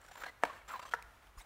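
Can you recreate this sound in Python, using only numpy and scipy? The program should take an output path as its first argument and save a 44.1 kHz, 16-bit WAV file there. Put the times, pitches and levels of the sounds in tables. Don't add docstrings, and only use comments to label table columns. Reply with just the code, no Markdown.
import sys
import numpy as np
from scipy import signal
from scipy.fft import rfft, irfft
from scipy.io import wavfile
from scipy.ndimage import uniform_filter1d

SR = 44100
rng = np.random.default_rng(int(sys.argv[2]) if len(sys.argv) > 2 else 0)


def magnitude_from_level(level_db):
    exponent = np.asarray(level_db, float) / 20
    return 10 ** exponent


def store_wav(level_fs):
    pcm = np.round(np.clip(np.atleast_2d(level_fs), -1, 1) * 32767)
    wavfile.write(sys.argv[1], SR, pcm.T.astype(np.int16))


N = 63945

# [frequency_hz, level_db]
STEEL_SPECTRUM = [(1470, 3), (2500, -5), (5180, -9), (7430, -7), (9480, -12.5), (15100, -16.5), (16300, -8)]


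def evened(x):
    return x / np.sqrt(np.mean(x ** 2) + 1e-20)


def read(points, hz):
    f, value = np.transpose(points)
    return np.interp(np.log(hz + 1), np.log(f + 1), value)


def add(mix, s, sound):
    part = mix[max(round(s * SR), 0):][:len(sound)]
    part += sound[:len(part)]


def colour(x, points):
    hz = np.fft.rfftfreq(N, 1 / SR)
    inside = (hz > points[0][0]) * (hz < points[-1][0])
    return evened(irfft(rfft(x) * magnitude_from_level(read(points, hz)) * inside, N))


def resonate(x, hz, width_hz):
    turn = np.exp(2j * np.pi * np.cumsum(hz * np.ones(len(x))) / SR)
    r = np.exp(-np.pi * width_hz / SR)
    return 2 * (turn * signal.lfilter([1 - r], [1, -r], x / turn)).real


def resonate_twice(x, hz, width_hz):
    return evened(resonate(resonate(x, hz, width_hz), hz, width_hz))


def swell(length_s, rise):
    u = np.linspace(0, 1, max(round(length_s * SR), 8))
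    bend = np.log(.5) / np.log(np.clip(rise, .05, .9))
    return np.sin(np.pi * u ** bend) ** 2


def ring(modes, rise_s):
    push_peak_s = .00075
    t = np.arange(SR // 5) / SR
    total = sum(magnitude_from_level(db - 60 * t / t60) * np.cos(2 * np.pi * hz * (t - push_peak_s)) for hz, db, t60 in modes)
    return -total * (1 - np.exp(-t / rise_s))


def background():
    # [frequency_hz, level_db]
    air_spectrum = [(59, 3), (100, -1.5), (202, -12), (586, -8.5), (638, -5.5), (1240, -5), (4940, -22.5),
                    (14900, -27.5), (16300, -28)]
    # [frequency_hz, level_db]
    rumble_spectrum = [(8.8, -13), (15, -13.5), (53, 4), (128, -39), (172, -17.5), (200, -20), (260, -39),
                       (440, -120)]
    # [start_s, pitch_hz, level_db, t60_s]
    bumps = [(1.370, 40, -35, 0.11), (1.285, 51, -48.5, 0.11), (1.3, 47, -52, 0.088), (0.59, 38, -55, 0.11),
             (1.04, 50, -48, .14), (1.075, 50, -52, .1), (.97, 57, -53, .1), (.395, 55, -52, .12),
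             (.635, 50, -52, .12), (.46, 55, -55, .1), (1.17, 50, -56, .12)]
    air_db, rumble_db = -64, -70.5
    drift = evened(uniform_filter1d(uniform_filter1d(rng.standard_normal(N), 2500), 2500))
    out = magnitude_from_level(air_db + drift) * colour(rng.standard_normal(N), air_spectrum)
    out += magnitude_from_level(rumble_db + 0.56 * drift[::-1]) * colour(rng.standard_normal(N), rumble_spectrum)
    for s, hz, db, t60 in bumps:
        add(out, s, ring([(hz, db, t60)], 0.011))
    return out


def steel(grit):
    # [frequency_hz, level_db]
    tip_hiss = [(1470, -59), (2500, -7.5), (6060, -9), (15300, -19), (16300, -32)]
    # [start_s, end_s, pitch_hz, level_db]
    blade_lines = [(0, 0.143, 5610, -6), (0, 0.116, 8300, -7), (0, 0.264, 7240, -7.5),
                   (0.224, 0.315, 4220, -3), (0.173, 0.197, 14100, -4), (.196, 0.232, 14600, -4),
                   (0.65, .76, 7400, -6.5), (0.683, 0.76, 10100, -13), (0.694, 0.75, 12100, -9.5),
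                   (0.707, .79, 14900, -6), (0.724, 0.806, 4000, -5), (0.858, 0.943, 3230, 1),
                   (0.8, .845, 2740, -4), (0.8, 0.845, 4650, 0), (0.845, 0.9, 6140, -1),
                   (0.77, 0.925, 7500, -5.5), (0.837, 0.922, 8200, -5)]
    tips_from_s, tips_db, sharpness = .808, 0.5, 14
    before_tips = np.arange(N) < tips_from_s * SR
    out = np.where(before_tips, colour(grit, STEEL_SPECTRUM), magnitude_from_level(tips_db) * colour(grit, tip_hiss))
    for start, end, hz, db in blade_lines:
        shape, at = np.sqrt(swell(end - start, 0.51)), max(round(start * SR), 0)
        line = resonate_twice(grit[at:at + len(shape)], hz, hz / sharpness)
        add(out, start, magnitude_from_level(db) * shape * line)
    return out


def torn_fibres():
    spread_db, breaks_per_s = 2.2, 20000
    strength = magnitude_from_level(spread_db * np.minimum(rng.exponential(1, N), 4))
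    breaks = rng.random(N) < breaks_per_s / SR
    return evened(rng.standard_normal(N) * strength * breaks)


def cutting():
    # [start_s, peak_db, strip_hz, treble_db, length_s]
    first_stroke = [(0.009, -67, 972, 3, 0.01), (0.046, -44.5, 1345, -19, 0.0084),
                    (0.065, -68, 1750, -8, 0.0093), (0.08, -46, 1485, -16.5, 0.016),
                    (0.111, -39.5, 724, -14, 0.012), (0.129, -54.5, 980, -1.5, 0.017),
                    (0.154, -40, 1007, -12.5, 0.0076), (0.174, -43, 1460, -8.5, 0.0077),
                    (0.198, -40.5, 965, -13, 0.015), (0.215, -34.5, 1324, -19, 0.013),
                    (0.234, -28.5, 1580, -23, 0.013), (0.2558, -36, 1826, -19, 0.0053),
                    (0.262, -28.5, 1700, -22.5, 0.0091), (0.27, -36.5, 2020, -21, 0.025)]
    second_stroke = [(0.678, -40, 1230, -11, 0.017), (0.69, -40, 1043, -21.5, 0.015),
                     (0.701, -35, 1297, -28, 0.012), (0.719, -41.5, 1290, -39, 0.011),
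                     (0.726, -64.5, 1420, -26.5, 0.0071), (0.734, -30.5, 1046, -41, 0.017),
                     (0.754, -35.5, 978, -20.5, 0.017), (0.774, -44.5, 760, -18, 0.014),
                     (0.793, -34.5, 1090, -17, 0.009), (0.815, -42, 1300, -17.5, 0.016),
                     (0.823, -38.5, 1004, -22, 0.017), (0.852, -35, 1130, -22.5, 0.011),
                     (0.864, -42.5, 1240, -16, 0.0092), (0.876, -40.5, 1010, -19, 0.0087),
                     (0.888, -41, 1160, -16, 0.0091)]
    flutter = [(0.911, -40, 1400, -15, 0.0074), (0.926, -44, 1530, -11.5, 0.0092),
               (0.4487, -25.5, 880, -20.5, 0.008), (0.459, -34, 717, -22.5, 0.0094),
               (0.467, -38.5, 640, -27, 0.026), (0.514, -51, 1810, -31, .012),
               (.528, -40, 1530, -21, 0.011), (0.493, -38, 1100, -41, 0.014),
               (0.558, -48, 1770, -31, 0.028), (0.613, -46, 2180, -25, 0.01),
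               (0.9452, -29, 1400, -29, 0.0078), (0.961, -41, 1580, -38, 0.017),
               (0.982, -41.5, 943, -39, 0.018)]
    bites = [
        (.4285, -37, 1950, -25, .005),
        (.921, -38, 3100, -14, .004),
        (.9225, -37, 1450, -30, .005),
    ]
    # [start_s, end_s, level_db]
    drags = [(0.002, 0.15, -65), (0.165, 0.284, -56), (0.71, 0.768, -51), (0.95, 0.968, -62),
             (0.421, 0.615, -58.5), (0.545, 0.633, -64.5)]
    # [frequency_hz, level_db]
    card_spectrum = [(88, -72), (150, -14), (385, -14.5), (508, -5), (858, -5), (1570, -5), (3140, -19),
                     (4020, -20), (6000, -33), (7800, -99), (13200, -120)]
    slip_db, hum_db, treble_gain_db, hum_width_hz = -16.5, -1, 10, 114
    grit = torn_fibres()
    card, metal, out = colour(grit, card_spectrum), steel(grit), np.zeros(N)
    for s, db, hz, treble_db, length in first_stroke + second_stroke + flutter + bites:
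        shape, at = swell(2 * length, .33), max(round((s - .002) * SR), 0)
        part = slice(at, at + len(shape))
        hum = magnitude_from_level(hum_db) * resonate_twice(grit[part], hz, hum_width_hz)
        treble = magnitude_from_level(treble_db + treble_gain_db) * metal[part]
        out[part] += shape * magnitude_from_level(db + slip_db) * (evened(card[part]) + hum + treble)
    rub = np.roll(card, 999) + magnitude_from_level(-8.0) * np.roll(metal, 99)
    for start, end, db in drags:
        at = round(start * SR)
        shape = np.sqrt(swell(end - start, 0.16))
        out[at:at + len(shape)] += magnitude_from_level(db) * shape * rub[at:at + len(shape)]
    return out


def contacts():
    # [start_s, level_db, length_s, pitch_hz, hiss_db]
    scrapes = [
        (.015, -68, .006, 7490, 4),
        (.0405, -66, .006, 7440, 4),
        (.0625, -64, .006, 7260, 4),
        (.085, -65, .006, 5490, 4),
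    ]
    ticks = [
        (1.0243, -52, .004, 2280, 2),
        (1.2255, -62.5, .003, 2500, -16),
        (1.268, -65.5, .012, 3000, -4),
    ]
    out, crackle = np.zeros(N), colour(rng.standard_normal(N), STEEL_SPECTRUM)
    for s, db, length, hz, hiss_db in ticks + scrapes:
        shape = swell(length, 0.22)
        push = evened(crackle[round(s * SR):][:len(shape)])
        add(out, s, magnitude_from_level(db) * shape * (magnitude_from_level(hiss_db) * push + resonate_twice(push, hz, 570)))
    return out


def knocks():
    # [start_s, peak_db, pitch_hz, t60_s]
    releases = [(.156, -40.5, 1000, .02), (.177, -39.5, 956, 0.013), (0.213, -39.5, 1530, .015),
                (0.2188, -38, 1430, 0.019), (.235, -39, 1500, 0.018), (0.237, -31, 1550, 0.018),
                (.243, -47, 1614, 0.015), (0.257, -51, 1700, 0.01), (.262, -39.5, 930, 0.017),
                (.265, -37, 1690, 0.016), (.285, -42, 1900, .02), (.474, -39, 810, 0.016),
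                (.499, -39, 1084, 0.027), (0.507, -42, 1074, 0.049), (0.69, -38, 1370, 0.015),
                (.693, -41.5, 990, .02), (0.702, -44, 1250, 0.024), (0.705, -33.5, 1390, 0.014),
                (0.718, -34, 1320, 0.023), (.729, -35, 1145, 0.018), (.7375, -28.5, 1160, 0.016),
                (0.741, -34, 1070, 0.012), (0.756, -34, 1024, 0.025), (.760, -37.5, 990, 0.025),
                (0.766, -40, 1030, 0.012), (.795, -36, 980, 0.034), (0.8, -36, 1190, .015),
                (.818, -40, 1260, 0.014), (.852, -42, 1110, 0.018), (.857, -46, 1170, 0.013)]
    out = np.zeros(N)
    for s, db, hz, t60 in releases:
        add(out, s, ring([(hz, db, t60)], 0.00052))
    return out


def snaps():
    closing_s = .4357, .9369
    # [rise_s, crack_db, t60_s]
    cracks = [
        (.0008, -37, .022),
        (.0011, -43, .035),
    ]
    # [pitch_hz, level_db, t60_s]
    first_modes = [(290, -42, .09), (474, -32, .05), (600, -25, .02), (705, -18, .03), (933, -15, .018),
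                   (1250, -15, .012), (1760, -16.5, .016), (2246, -17, .0075), (2800, -19, .005),
                   (3400, -19, .004), (4300, -18, .003), (8010, -25, .0045)]
    second_modes = [(725, -27, 0.024), (937, -27.5, 0.047), (3060, -36, 0.01), (1400, -13.5, 0.013),
                    (1700, -21.5, 0.012), (1826, -20.5, 0.014), (5660, -38.5, 0.02), (471, -39.5, 0.053)]
    out, crackle = np.zeros(N), colour(rng.standard_normal(N), STEEL_SPECTRUM)
    t = np.arange(3000) / SR
    b, a = signal.butter(2, 190, "high", fs=SR)
    for s, (rise, crack_db, t60), modes in zip(closing_s, cracks, (first_modes, second_modes)):
        add(out, s, signal.lfilter(b, a, ring(modes, rise)))
        shape = magnitude_from_level(crack_db - 60 * t / t60) * (1 - np.exp(-t / rise))
        add(out, s - rise, shape * crackle[round(s * SR):][:len(t)])
    return out


def echoed(x):
    # [delay_s, level_db]
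    reflections = [
        (.0036, -16),
        (.0135, -29),
        (.0165, -28),
    ]
    return x + sum(magnitude_from_level(db) * np.roll(x, round(s * SR)) for s, db in reflections)


def pivot():
    # [delay_ms, length_ms, start_hz, end_hz, level_db]
    partials = [(10, 28, 1180, 1120, -58), (42, 22, 950, 780, -57), (33, 35, 2100, 2150, -61),
                (14, 40, 4800, 5700, -66), (46, 20, 3400, 4000, -63), (6, 36, 6800, 7000, -67),
                (12, 35, 9200, 8900, -66), (44, 30, 8600, 7700, -64), (30, 30, 9600, 10300, -67),
                (15, 30, 12900, 13200, -71)]
    # [start_s, length_s, level_db]
    soft_rub = (1.365, .08, -60)
    opening_s, width_hz = 1.36, 300
    out = np.zeros(N)
    for delay_ms, length_ms, from_hz, to_hz, db in partials:
        shape = swell(length_ms / 1000, .45)
        hz, noise = np.linspace(from_hz, to_hz, len(shape)), rng.standard_normal(len(shape))
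        add(out, opening_s + delay_ms / 1000, magnitude_from_level(db) * shape * resonate_twice(noise, hz, width_hz))
    start_s, length_s, level_db = soft_rub
    shape = swell(length_s, 0.44)
    add(out, start_s, magnitude_from_level(level_db) * shape * colour(rng.standard_normal(N), STEEL_SPECTRUM)[:len(shape)])
    return out


def shop(x):
    # [frequency_hz, t60_s]
    decay = [(250, 0.54), (700, 0.49), (1500, 0.7), (3000, 0.98), (8000, 0.73), (15000, 0.54)]
    taps = np.zeros(SR)
    at = np.arange(300, SR - 20, 20)
    taps[at + rng.integers(0, 20, len(at))] = rng.choice([-1., 1.], len(at))
    hz, t, z = signal.stft(taps, SR, nperseg=256)
    tail = signal.istft(z * magnitude_from_level(-60 * t / read(decay, hz)[:, None]), SR, nperseg=256)[1]
    return signal.fftconvolve(x, tail / np.linalg.norm(tail))[:N]


def scene():
    near = cutting() + knocks() + echoed(snaps() + contacts()) + pivot()
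    return (near + magnitude_from_level(-17.5) * shop(near) + background())[None]


def low_pass(x):
    return signal.sosfilt(signal.butter(12, 16431, fs=SR, output="sos"), x)


def record(dry):
    ceiling, edge_hz, shelf_db = .42, 15800, -32
    dry = ceiling * np.tanh(dry / ceiling)
    dull = signal.oaconvolve(dry, signal.firwin(301, edge_hz, fs=SR)[None], "same")
    return low_pass(dull + magnitude_from_level(shelf_db) * (dry - dull))


dry = scene()
out = record(dry)
store_wav(out)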